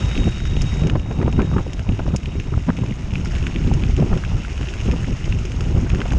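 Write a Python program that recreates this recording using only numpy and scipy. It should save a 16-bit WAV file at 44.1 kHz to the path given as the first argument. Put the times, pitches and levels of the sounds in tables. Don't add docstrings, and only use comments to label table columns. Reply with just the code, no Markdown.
import sys
import numpy as np
from scipy import signal
from scipy.io import wavfile
from scipy.ndimage import uniform_filter1d

SR = 44100
rng = np.random.default_rng(int(sys.argv[2]) if len(sys.argv) > 2 else 0)


def store_wav(level_fs):
    pcm = np.round(np.clip(np.atleast_2d(level_fs), -1, 1) * 32767)
    wavfile.write(sys.argv[1], SR, pcm.T.astype(np.int16))


N = 272846

# (time [s], big-eddy rumble level [dB], small-eddy flutter level [dB], smallest-eddy rustle level [dB])
WIND_LEVELS = [(0.0, -12, -15.5, -25), (0.03, -14.5, -34, -31.5), (0.15, -23, -30, -39),
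               (0.19, -14, -14.5, -25.5), (0.24, -15.5, -22.5, -38), (0.27, -26, -15.5, -37),
               (0.31, -20.5, -30.5, -42), (0.65, -18, -25, -33), (0.67, -22.5, -26, -42),
               (0.86, -20, -21, -28), (0.9, -25, -37, -25), (0.95, -13.5, -24, -30),
               (1.01, -27, -26.5, -42.5), (1.27, -21.5, -22.5, -25.5), (1.33, -18.5, -23.5, -32.5),
               (1.41, -19, -22.5, -21.5), (1.46, -20.5, -24.5, -42), (1.58, -18.5, -20.5, -28),
               (1.65, -26.5, -35.5, -35.5), (1.86, -23, -36.5, -41.5), (1.9, -15.5, -18.5, -30),
               (1.95, -24, -32.5, -41), (2.15, -19, -23, -36), (2.21, -38, -41, -45), (2.24, -25, -29, -35),
               (2.43, -23, -32, -38), (2.57, -22.5, -20, -35), (2.65, -22.5, -46, -53),
               (2.69, -30, -17, -24), (2.74, -28, -26.5, -43), (2.91, -23, -20.5, -32.5),
               (2.95, -28.5, -35, -42.5), (3.2, -22.5, -25, -40.5), (3.41, -20, -28.5, -50),
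               (3.48, -18.5, -21.5, -20), (3.51, -29, -35, -41), (3.57, -18.5, -22.5, -32.5),
               (3.74, -16.5, -22, -27), (3.96, -17.5, -23, -40.5), (4.03, -25, -14, -21),
               (4.07, -19.5, -30, -27.5), (4.14, -20.5, -18.5, -28), (4.22, -25.5, -32, -41),
               (4.36, -15, -26.5, -43), (4.41, -27.5, -33, -44), (4.67, -20, -40, -34.5),
               (4.7, -28, -61, -39), (4.79, -24, -39, -38), (4.89, -12, -25.5, -28.5),
               (4.93, -24, -27, -30.5), (5.14, -19.5, -21, -43), (5.17, -28.5, -32, -47),
               (5.31, -16, -21.5, -41), (5.46, -24.5, -37, -36.5), (5.79, -17, -20, -28.5),
               (5.89, -20.5, -21.5, -40), (5.94, -16, -17, -26), (6.03, -25, -34, -33),
               (6.17, -11.5, -18, -40), (6.19, -18, -33, -47)]
# (frequency [Hz], relative density [dB per Hz])
RUMBLE_SPECTRUM = [(8.8, -24), (15, 1.5), (64, 7.5), (138, -3.5), (300, -36), (390, -36.5), (660, -120)]
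FLUTTER_SPECTRUM = [(70, -7.5), (110, 0), (170, -2), (260, -11.5), (400, -20)]
RUSTLE_SPECTRUM = [(200, 5), (290, -1), (400, -1.5), (550, -26.5), (800, -13), (1500, -36)]
# (time [s], hiss level [dB], low roar level [dB])
ROLLING_LEVELS = [(0.0, -34, -36), (0.41, -38, -43.5), (0.8, -37, -36.5), (0.92, -44.5, -42),
                  (1.41, -43, -40.5), (2.22, -43.5, -45.5), (3.08, -42, -43), (3.36, -38, -39.5),
                  (4.05, -39, -44), (4.24, -39.5, -40), (4.89, -38, -40.5), (5.6, -39.5, -44),
                  (5.93, -40, -38), (6.19, -38, -38.5)]
# (frequency [Hz], relative density [dB per Hz])
HISS_SPECTRUM = [(1200, 3), (1800, -10.5), (2600, -1.5), (3500, -10.5), (4400, -13.5), (5500, -10),
                 (7000, -15), (8500, -20), (11000, -62), (14000, -70)]
ROAR_SPECTRUM = [(350, -10), (600, 0), (1000, -4.5), (1600, -11.5), (2500, -19.5)]
GRIT_SPECTRUM = [(1200, -29), (1800, 0.5), (2600, -1.5), (3500, -8), (4400, -20.5), (5500, -10),
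                 (7000, -17.5), (9000, -45)]
# (frequency [Hz], width [Hz], level [dB])
PORT_PEAKS = [(2810, 280, -8.5), (5410, 370, -5), (6520, 240, 4.5)]
# (time [s], level [dB])
RING_LEVELS = [(0.0, -44), (0.1, -43), (0.21, -39), (0.36, -44), (0.43, -48), (0.48, -44), (0.54, -45),
               (0.61, -43.5), (0.63, -54), (0.645, -54), (0.665, -42), (0.69, -41.5), (0.75, -48),
               (0.82, -44.5), (0.9, -52), (0.94, -63), (1.04, -52), (1.2, -54), (1.29, -55), (1.34, -52),
               (1.54, -51), (1.58, -59), (1.63, -55), (1.71, -60), (1.75, -56), (1.84, -66), (1.88, -57),
               (1.92, -57), (2.0, -62), (2.1, -59), (2.2, -60), (2.36, -56), (2.43, -63), (2.49, -57),
               (2.56, -64), (2.84, -59), (2.95, -64), (3.2, -79)]
# (frequency [Hz], width of one filter pass [Hz], relative level [dB])
HOUSING_MODES = [(1380, 930, -1.5), (2514, 1060, 3), (5320, 1000, 9), (6390, 1250, 9.5), (8500, 3560, -6.5)]
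# (time [s], body peak level [dB], dull knock rms level [dB], bright snap rms level [dB])
STONE_HITS = [(0.024, -36, -29, -42), (0.1126, -23, -33, -53), (0.153, -19, -38, -51),
              (0.176, -16, -32, -38), (0.2404, -24, -41, -38), (0.2903, -26, -36, -41),
              (0.3845, -36, -45, -55), (0.402, -34, -32, -49), (0.4536, -23, -30, -41),
              (0.534, -28, -44, -44), (0.5656, -18.5, -42, -40), (0.611, -20.5, -40, -37),
              (0.617, -26, -35, -25), (0.739, -28, -36, -37.5), (0.8355, -23.5, -39, -45),
              (0.87, -22, -41, -36), (0.8975, -14, -23.5, -39), (0.903, -34, -47, -48),
              (0.934, -30, -42, -48), (0.996, -27, -44, -46), (1.111, -29, -40, -50),
              (1.126, -32, -46, -43), (1.186, -32, -43, -55), (1.263, -26, -41, -59),
              (1.3263, -21.5, -40, -40.5), (1.418, -19.5, -37, -40), (1.732, -22.5, -44, -37),
              (1.7928, -23.5, -32.5, -43), (1.8898, -20.5, -51, -53), (1.921, -28, -50, -49),
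              (1.9904, -26, -52, -49), (2.088, -30, -50, -54), (2.161, -21, -46, -22.5),
              (2.166, -33, -46, -36), (2.2317, -28, -48, -46), (2.2572, -19.5, -38, -45),
              (2.3986, -20, -35.5, -38), (2.767, -27, -50, -40), (2.774, -26, -43, -50),
              (2.7877, -27, -50, -50), (2.861, -25, -39, -44), (2.908, -25, -44, -47),
              (3.1063, -26, -52, -54), (3.1176, -27, -46, -55), (3.136, -25, -39, -40),
              (3.148, -27, -46, -52), (3.1549, -15.5, -33, -50), (3.247, -34, -46, -36),
              (3.2567, -25, -34, -43), (3.2705, -34, -46, -43), (3.309, -36, -34, -50),
              (3.319, -26, -32, -39), (3.351, -21, -35, -41), (3.364, -26, -32, -41),
              (3.426, -24.5, -37, -45), (3.439, -25, -38, -50), (3.467, -13.5, -24, -38),
              (3.56, -15.5, -50, -58), (3.673, -25, -48, -43), (3.731, -32, -41, -50),
              (3.737, -25, -39, -33.5), (3.821, -26, -41, -50), (3.836, -17, -31.5, -55),
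              (3.9648, -23, -45, -38.5), (3.999, -26, -46, -44), (4.1745, -22.5, -31, -41),
              (4.237, -31, -25.5, -59), (4.249, -20, -34, -54), (4.434, -28, -46, -45),
              (4.448, -33, -30, -51), (4.577, -24, -40, -41), (4.611, -26, -35, -43),
              (4.629, -25, -33, -44), (4.6861, -19, -50, -40), (4.737, -23, -31, -38),
              (4.794, -28, -46, -48), (4.802, -22.5, -46, -44), (4.811, -25, -42, -38),
              (4.9127, -19, -30.5, -34), (4.92, -24, -38, -37), (5.042, -34, -31, -46),
              (5.242, -23, -45, -54), (5.324, -18, -31, -51), (5.3873, -27, -46, -40),
              (5.452, -24, -40, -35), (5.518, -23.5, -37.5, -38), (5.607, -21, -30, -33.5),
              (5.639, -28, -42, -52), (5.81, -43, -51, -39.5), (5.8955, -30, -32, -34.5),
              (5.901, -17.5, -33, -41), (5.917, -27, -36, -46), (5.947, -25, -28.5, -36.5),
              (5.957, -25, -39, -53), (6.0032, -18.5, -32, -42), (6.0155, -19.5, -21.5, -46),
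              (6.055, -28, -41, -50), (6.106, -22, -46, -48), (6.12, -25, -26, -35), (6.133, -26, -42, -35)]
# (time [s], peak level [dB], half width [ms], direction [push 1, pull -1])
THUMP_EVENTS = [(0.1932, -4.6, 2.01, 1), (0.275, -4.0, 0.92, 1), (0.5746, -5.9, 3.75, 1),
                (0.6076, -8.4, 2.45, 1), (0.6464, -6.3, 1.93, 1), (0.7311, -8.4, 2.06, -1),
                (0.8412, -8.1, 0.93, 1), (0.8659, -8.5, 2.07, 1), (0.9355, -5.0, 1.46, 1),
                (0.957, -4.8, 1.09, 1), (1.249, -6.6, 1.72, -1), (1.2793, -6.3, 1.86, 1),
                (1.3613, -8.7, 1.39, 1), (1.3913, -7.5, 1.44, -1), (1.4063, -7.9, 1.36, -1),
                (1.4269, -7.1, 1.66, 1), (1.8921, -5.2, 1.67, 1), (2.1397, -8.0, 1.16, 1),
                (2.5746, -7.6, 1.6, 1), (2.7045, -5.4, 1.79, -1), (3.5702, -8.6, 1.27, 1),
                (3.6561, -6.2, 4.43, 1), (3.7146, -5.4, 1.3, -1), (3.7683, -8.5, 3.34, 1),
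                (3.8959, -2.5, 2.09, 1), (3.9408, -8.8, 2.3, -1), (4.0095, -8.5, 1.58, -1),
                (4.0333, -5.7, 1.3, 1), (4.0455, -7.4, 1.33, 1), (4.1083, -8.8, 1.62, 1),
                (4.1317, -5.9, 5.19, -1), (4.9088, -7.2, 3.09, -1), (5.7513, -7.1, 2.48, 1),
                (5.7689, -7.5, 1.22, 1), (5.7958, -8.5, 4.12, 1), (5.934, -5.1, 1.77, 1),
                (6.0878, -7.6, 3.2, -1), (6.1619, -4.8, 2.71, 1)]
# (time [s], dull body peak level [dB], length scale [s], crisp edge peak level [dB], edge pitch [Hz])
SLAP_EVENTS = [(0.271, -14.5, 0.014, -37, 550), (0.567, -16.5, 0.01, -38, 590),
               (0.835, -21, 0.015, -33, 700), (0.868, -22.5, 0.01, -31, 950),
               (0.935, -28, 0.0052, -26, 700), (0.953, -14, 0.015, -17, 1000),
               (1.108, -20.5, 0.02, -30, 900), (1.202, -26.5, 0.0049, -38, 1400),
               (1.215, -30, 0.0055, -22, 1540), (1.226, -17.5, 0.006, -25, 1700),
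               (1.229, -10, 0.0076, -21.5, 900), (1.279, -15, 0.006, -28, 800),
               (1.379, -28.5, 0.0074, -27, 1500), (1.391, -17, 0.011, -15, 1040),
               (1.397, -25, 0.025, -24, 1300), (1.398, -22, 0.016, -26, 2200),
               (1.417, -30, 0.009, -26, 1000), (1.425, -15, 0.015, -33, 1500),
               (1.515, -25, 0.0044, -26, 1100), (1.531, -28, 0.021, -28, 1100),
               (1.564, -17, 0.01, -19.5, 1010), (1.582, -43, 0.0073, -16, 1120),
               (1.589, -25, 0.014, -28, 1000), (1.664, -22.5, 0.01, -35, 600),
               (1.893, -22, 0.0093, -26, 700), (1.993, -14.5, 0.016, -23, 1090),
               (2.058, -25.5, 0.0061, -41, 600), (2.065, -24, 0.0044, -22.5, 900),
               (2.078, -17.5, 0.0095, -35, 800), (2.138, -36, 0.0086, -24.5, 810),
               (2.145, -16, 0.014, -31, 1080), (2.538, -27, 0.0065, -21.5, 1100),
               (2.577, -19.5, 0.0055, -35, 800), (2.684, -21, 0.017, -28, 800),
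               (2.6914, -26.5, 0.0053, -17, 1160), (2.702, -19.5, 0.006, -16, 1010),
               (2.788, -24.5, 0.0065, -41, 600), (2.834, -25, 0.0088, -31, 900),
               (3.666, -22.5, 0.0079, -35, 650), (3.714, -18, 0.0094, -22.5, 800),
               (3.894, -26, 0.014, -27, 700), (3.996, -15.5, 0.0098, -33, 600),
               (4.021, -13, 0.015, -33, 600), (4.108, -17.5, 0.025, -31, 700),
               (4.128, -11.5, 0.012, -19, 1030), (4.61, -26, 0.008, -28, 700),
               (4.854, -24.5, 0.024, -40, 550), (4.885, -23, 0.02, -35, 600),
               (5.085, -27, 0.0031, -26, 900), (5.774, -31, 0.011, -26, 800),
               (5.865, -25, 0.015, -31, 1540), (5.94, -27, 0.0067, -28, 810),
               (5.992, -22.5, 0.02, -31, 700), (6.051, -31, 0.024, -21.5, 715),
               (6.115, -34, 0.0085, -28, 780), (6.135, -34, 0.0052, -22.5, 850)]

BUFFET_DB, BUFFET_RATE_HZ = 1, 34
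SWELL_S, SWELL_DB, SWELL_FOLLOWS = 0.0055, 4, 0.16
EDDIES_PER_S = 260
EDDY_SHARE = 0.49
GRAINS_PER_S = 900
RING_HZ = 3760
STONE_RISE_S = 0.0006
THUMP_POINT_MS = 0.9
EDGE_WIDTH = 0.5
CUTOFF_HZ = 13900


def amp(db):
    return 10 ** (np.asarray(db) / 20)


def rms_one(x):
    return x / np.sqrt(np.mean(x ** 2) + 1e-20)


def in_time(rows):
    s, *columns = np.transpose(rows)
    return [np.interp(np.arange(N) / SR, s, column) for column in columns]


def drift(rate_hz):
    r = np.exp(-2 * np.pi * rate_hz * 20 / SR)
    noise = rng.standard_normal(N // 20 + 2002)
    slow = signal.lfilter([1], [1, -2 * r, r * r], noise)[2000:]
    return np.interp(np.arange(N) / 20, np.arange(len(slow)), rms_one(slow))


def resonance(x, hz, width):
    r = np.exp(-np.pi * width / SR)
    zeros = np.array([1, 0, -1]) * (1 - r * r) / 2
    poles = [1, -2 * r * np.cos(2 * np.pi * hz / SR), r * r]
    return signal.lfilter(zeros, poles, x + 1e-18)


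def bandpass(x, low, high):
    return signal.sosfilt(signal.butter(2, [low, high], "band", fs=SR, output="sos"), x)


def banded(source, spectrum, shared_db, own_db, own_rate):
    hz, density_db = np.transpose(spectrum)
    edges = hz[0] * 2 ** np.arange(0, np.log2(hz[-1] / hz[0]) + .01, 1 / 3)
    out = 0
    for k, (low, high) in enumerate(zip(edges, edges[1:])):
        band = bandpass(source[k % 2], low, high)
        level_db = np.interp(np.log(low * high) / 2, np.log(hz), density_db)
        flicker_db = own_db * drift(own_rate)
        out = out + amp(level_db + shared_db + flicker_db) * band
    return rms_one(out)


def evened(x, window_s):
    local_power = uniform_filter1d(x * x, round(window_s * SR))
    return rms_one(x / np.sqrt(local_power + 0.066))


def slap_swell():
    t = np.arange(N) / SR
    coarse_t = t[::20]
    body_db = np.array(SLAP_EVENTS)[:, 1]
    rises_db = np.maximum(SWELL_DB + SWELL_FOLLOWS * (body_db - np.mean(body_db)), 0)
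    swells = [rise_db * np.exp(-((coarse_t - s) / SWELL_S) ** 2)
              for (s, *_), rise_db in zip(SLAP_EVENTS, rises_db)]
    return np.interp(t, coarse_t, np.max(swells, axis=0))


def wind():
    rumble_db, flutter_db, rustle_db = in_time(WIND_LEVELS)
    buffet = BUFFET_DB * drift(BUFFET_RATE_HZ)
    swell = slap_swell()
    rumble_noise = rng.standard_normal((2, N))
    rumble = evened(banded(rumble_noise, RUMBLE_SPECTRUM, 0, own_db=0.0, own_rate=18.0), window_s=0.14)

    lumps = drift(43.0)
    eddy_born = rng.random(N) < EDDIES_PER_S * amp(3.0 * lumps) / SR
    bursts = rms_one(eddy_born * rng.standard_normal(N))
    steady = rng.standard_normal((2, 2, N))
    eddies = np.sqrt(EDDY_SHARE) * bursts + np.sqrt(1 - EDDY_SHARE) * steady
    flutter = evened(banded(eddies[0], FLUTTER_SPECTRUM, 0, own_db=2.5, own_rate=12.2), window_s=0.038)
    rustle = evened(banded(eddies[1], RUSTLE_SPECTRUM, 0, own_db=3.5, own_rate=23.0), window_s=0.086)

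    rumble_gain = amp(rumble_db + 0.24 * swell + 1.75 * buffet)
    flutter_gain = amp(flutter_db + swell + 1.7 * buffet + 2.0 * lumps)
    rustle_gain = amp(rustle_db + swell + 1.2 * buffet + 1.5 * lumps)
    return rumble_gain * rumble + flutter_gain * flutter + rustle_gain * rustle


def crushed_grit():
    sizes = amp(6.0 * np.minimum(rng.exponential(1, (2, N)), 1.8))
    breaks = rng.random((2, N)) < GRAINS_PER_S * amp(1.8 * drift(30)) / SR
    fade = np.exp(-1 / (0.0003 * SR))
    envelope = signal.lfilter([1], [1, -fade], sizes * breaks)
    crunch = envelope * rng.standard_normal((2, N))
    return banded(crunch, GRIT_SPECTRUM, 0, own_db=2.5, own_rate=60.0)


def tyres():
    hiss_db, roar_db = in_time(ROLLING_LEVELS)
    hiss = banded(rng.standard_normal((2, N)), HISS_SPECTRUM, 1.2 * drift(19), own_db=1.2, own_rate=28.0)
    roar = banded(rng.standard_normal((2, N)), ROAR_SPECTRUM, 2.4 * drift(88), own_db=1.0, own_rate=12)
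    tread = amp(hiss_db - 6.0) * hiss + amp(hiss_db - 5.0) * crushed_grit()
    peaks = sum(amp(level_db) * resonance(tread, hz, width) for hz, width, level_db in PORT_PEAKS)
    return tread + peaks + amp(roar_db - 3.0) * roar


def ring():
    level_db, = in_time(RING_LEVELS)
    pitch_hz = RING_HZ + 2.4 * drift(7.2)
    phase = 2 * np.pi * np.cumsum(pitch_hz) / SR
    unsteady_db = 0.4 * drift(12) + 1.2 * drift(40)
    return np.sqrt(2) * amp(level_db + unsteady_db) * np.sin(phase)


def knocks(at_s, peak_db, modes, decay_s, click):
    out, t = np.zeros(N + 800), np.arange(800) / SR
    burst = (1 - np.exp(-t / STONE_RISE_S)) * np.exp(-t / decay_s)
    click_shape = click * (np.arange(len(t)) == round(STONE_RISE_S * SR))
    blows = rng.standard_normal((len(at_s), len(t))) * burst + click_shape
    rings = 0
    for hz, width, level_db in modes:
        narrow = resonance(resonance(blows, hz, width), hz, width)
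        rings = rings + amp(level_db) * resonance(narrow, hz, 2 * width)
    for s, db, one in zip(at_s, peak_db, rings):
        i = round(s * SR)
        out[i:i + len(t)] += amp(db) * one / np.abs(one).max()
    return out[:N]


def stones():
    s, body_db, dull_db, bright_db = np.transpose(STONE_HITS)
    crest_db = 6.0
    dull = knocks(s, dull_db + crest_db, HOUSING_MODES[:1], decay_s=0.0033, click=9.8)
    body = knocks(s, body_db, HOUSING_MODES[1:2], decay_s=0.0024, click=9.7)
    bright = knocks(s, bright_db + crest_db, HOUSING_MODES[2:], decay_s=0.0038, click=2.5)
    return dull + body + bright


def thumps():
    out, ms = np.zeros(N + 2000), np.arange(-1000, 1000) * 1000 / SR
    for s, db, half_ms, way in THUMP_EVENTS:
        i = round(s * SR) - 1000
        rounded_ms = np.hypot(ms, THUMP_POINT_MS) - THUMP_POINT_MS
        u = rounded_ms / (1.07 * half_ms)
        out[i:i + len(u)] += np.sign(way) * amp(db - 0.2) * (1 - u) * np.exp(-u)
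    return out[:N]


def slaps():
    out, t = np.zeros(N + 2000), np.arange(2000) / SR
    white = rng.standard_normal((len(SLAP_EVENTS), 2, 2 * len(t)))
    dull = bandpass(white[:, 0], 200, 540)[:, len(t):]
    for (s, db, length, edge_db, hz), dull_noise, noise in zip(SLAP_EVENTS, dull, white[:, 1]):
        shape = (t / length) ** 2 * np.exp(-t / length * 6.13)
        width = EDGE_WIDTH * hz
        crisp_noise = resonance(resonance(noise, hz, width), hz, 1.16 * width)[len(t):]
        body, edge = shape * dull_noise, shape * crisp_noise
        i = max(round((s - .001) * SR), 0)
        out[i:i + len(t)] += amp(db) * body / np.abs(body).max()
        out[i:i + len(t)] += amp(edge_db) * edge / np.abs(edge).max()
    return out[:N]


def scene():
    return (wind() + tyres() + ring() + stones() + thumps() + slaps())[None]


def record(dry):
    dulled = signal.sosfilt(signal.butter(2, 9000, fs=SR, output="sos"), dry)
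    rounded = 0.86 * np.tanh(dulled / 0.94)
    return signal.sosfilt(signal.cheby2(12, 50, CUTOFF_HZ, fs=SR, output="sos"), rounded)


dry = scene()
out = record(dry)
store_wav(out)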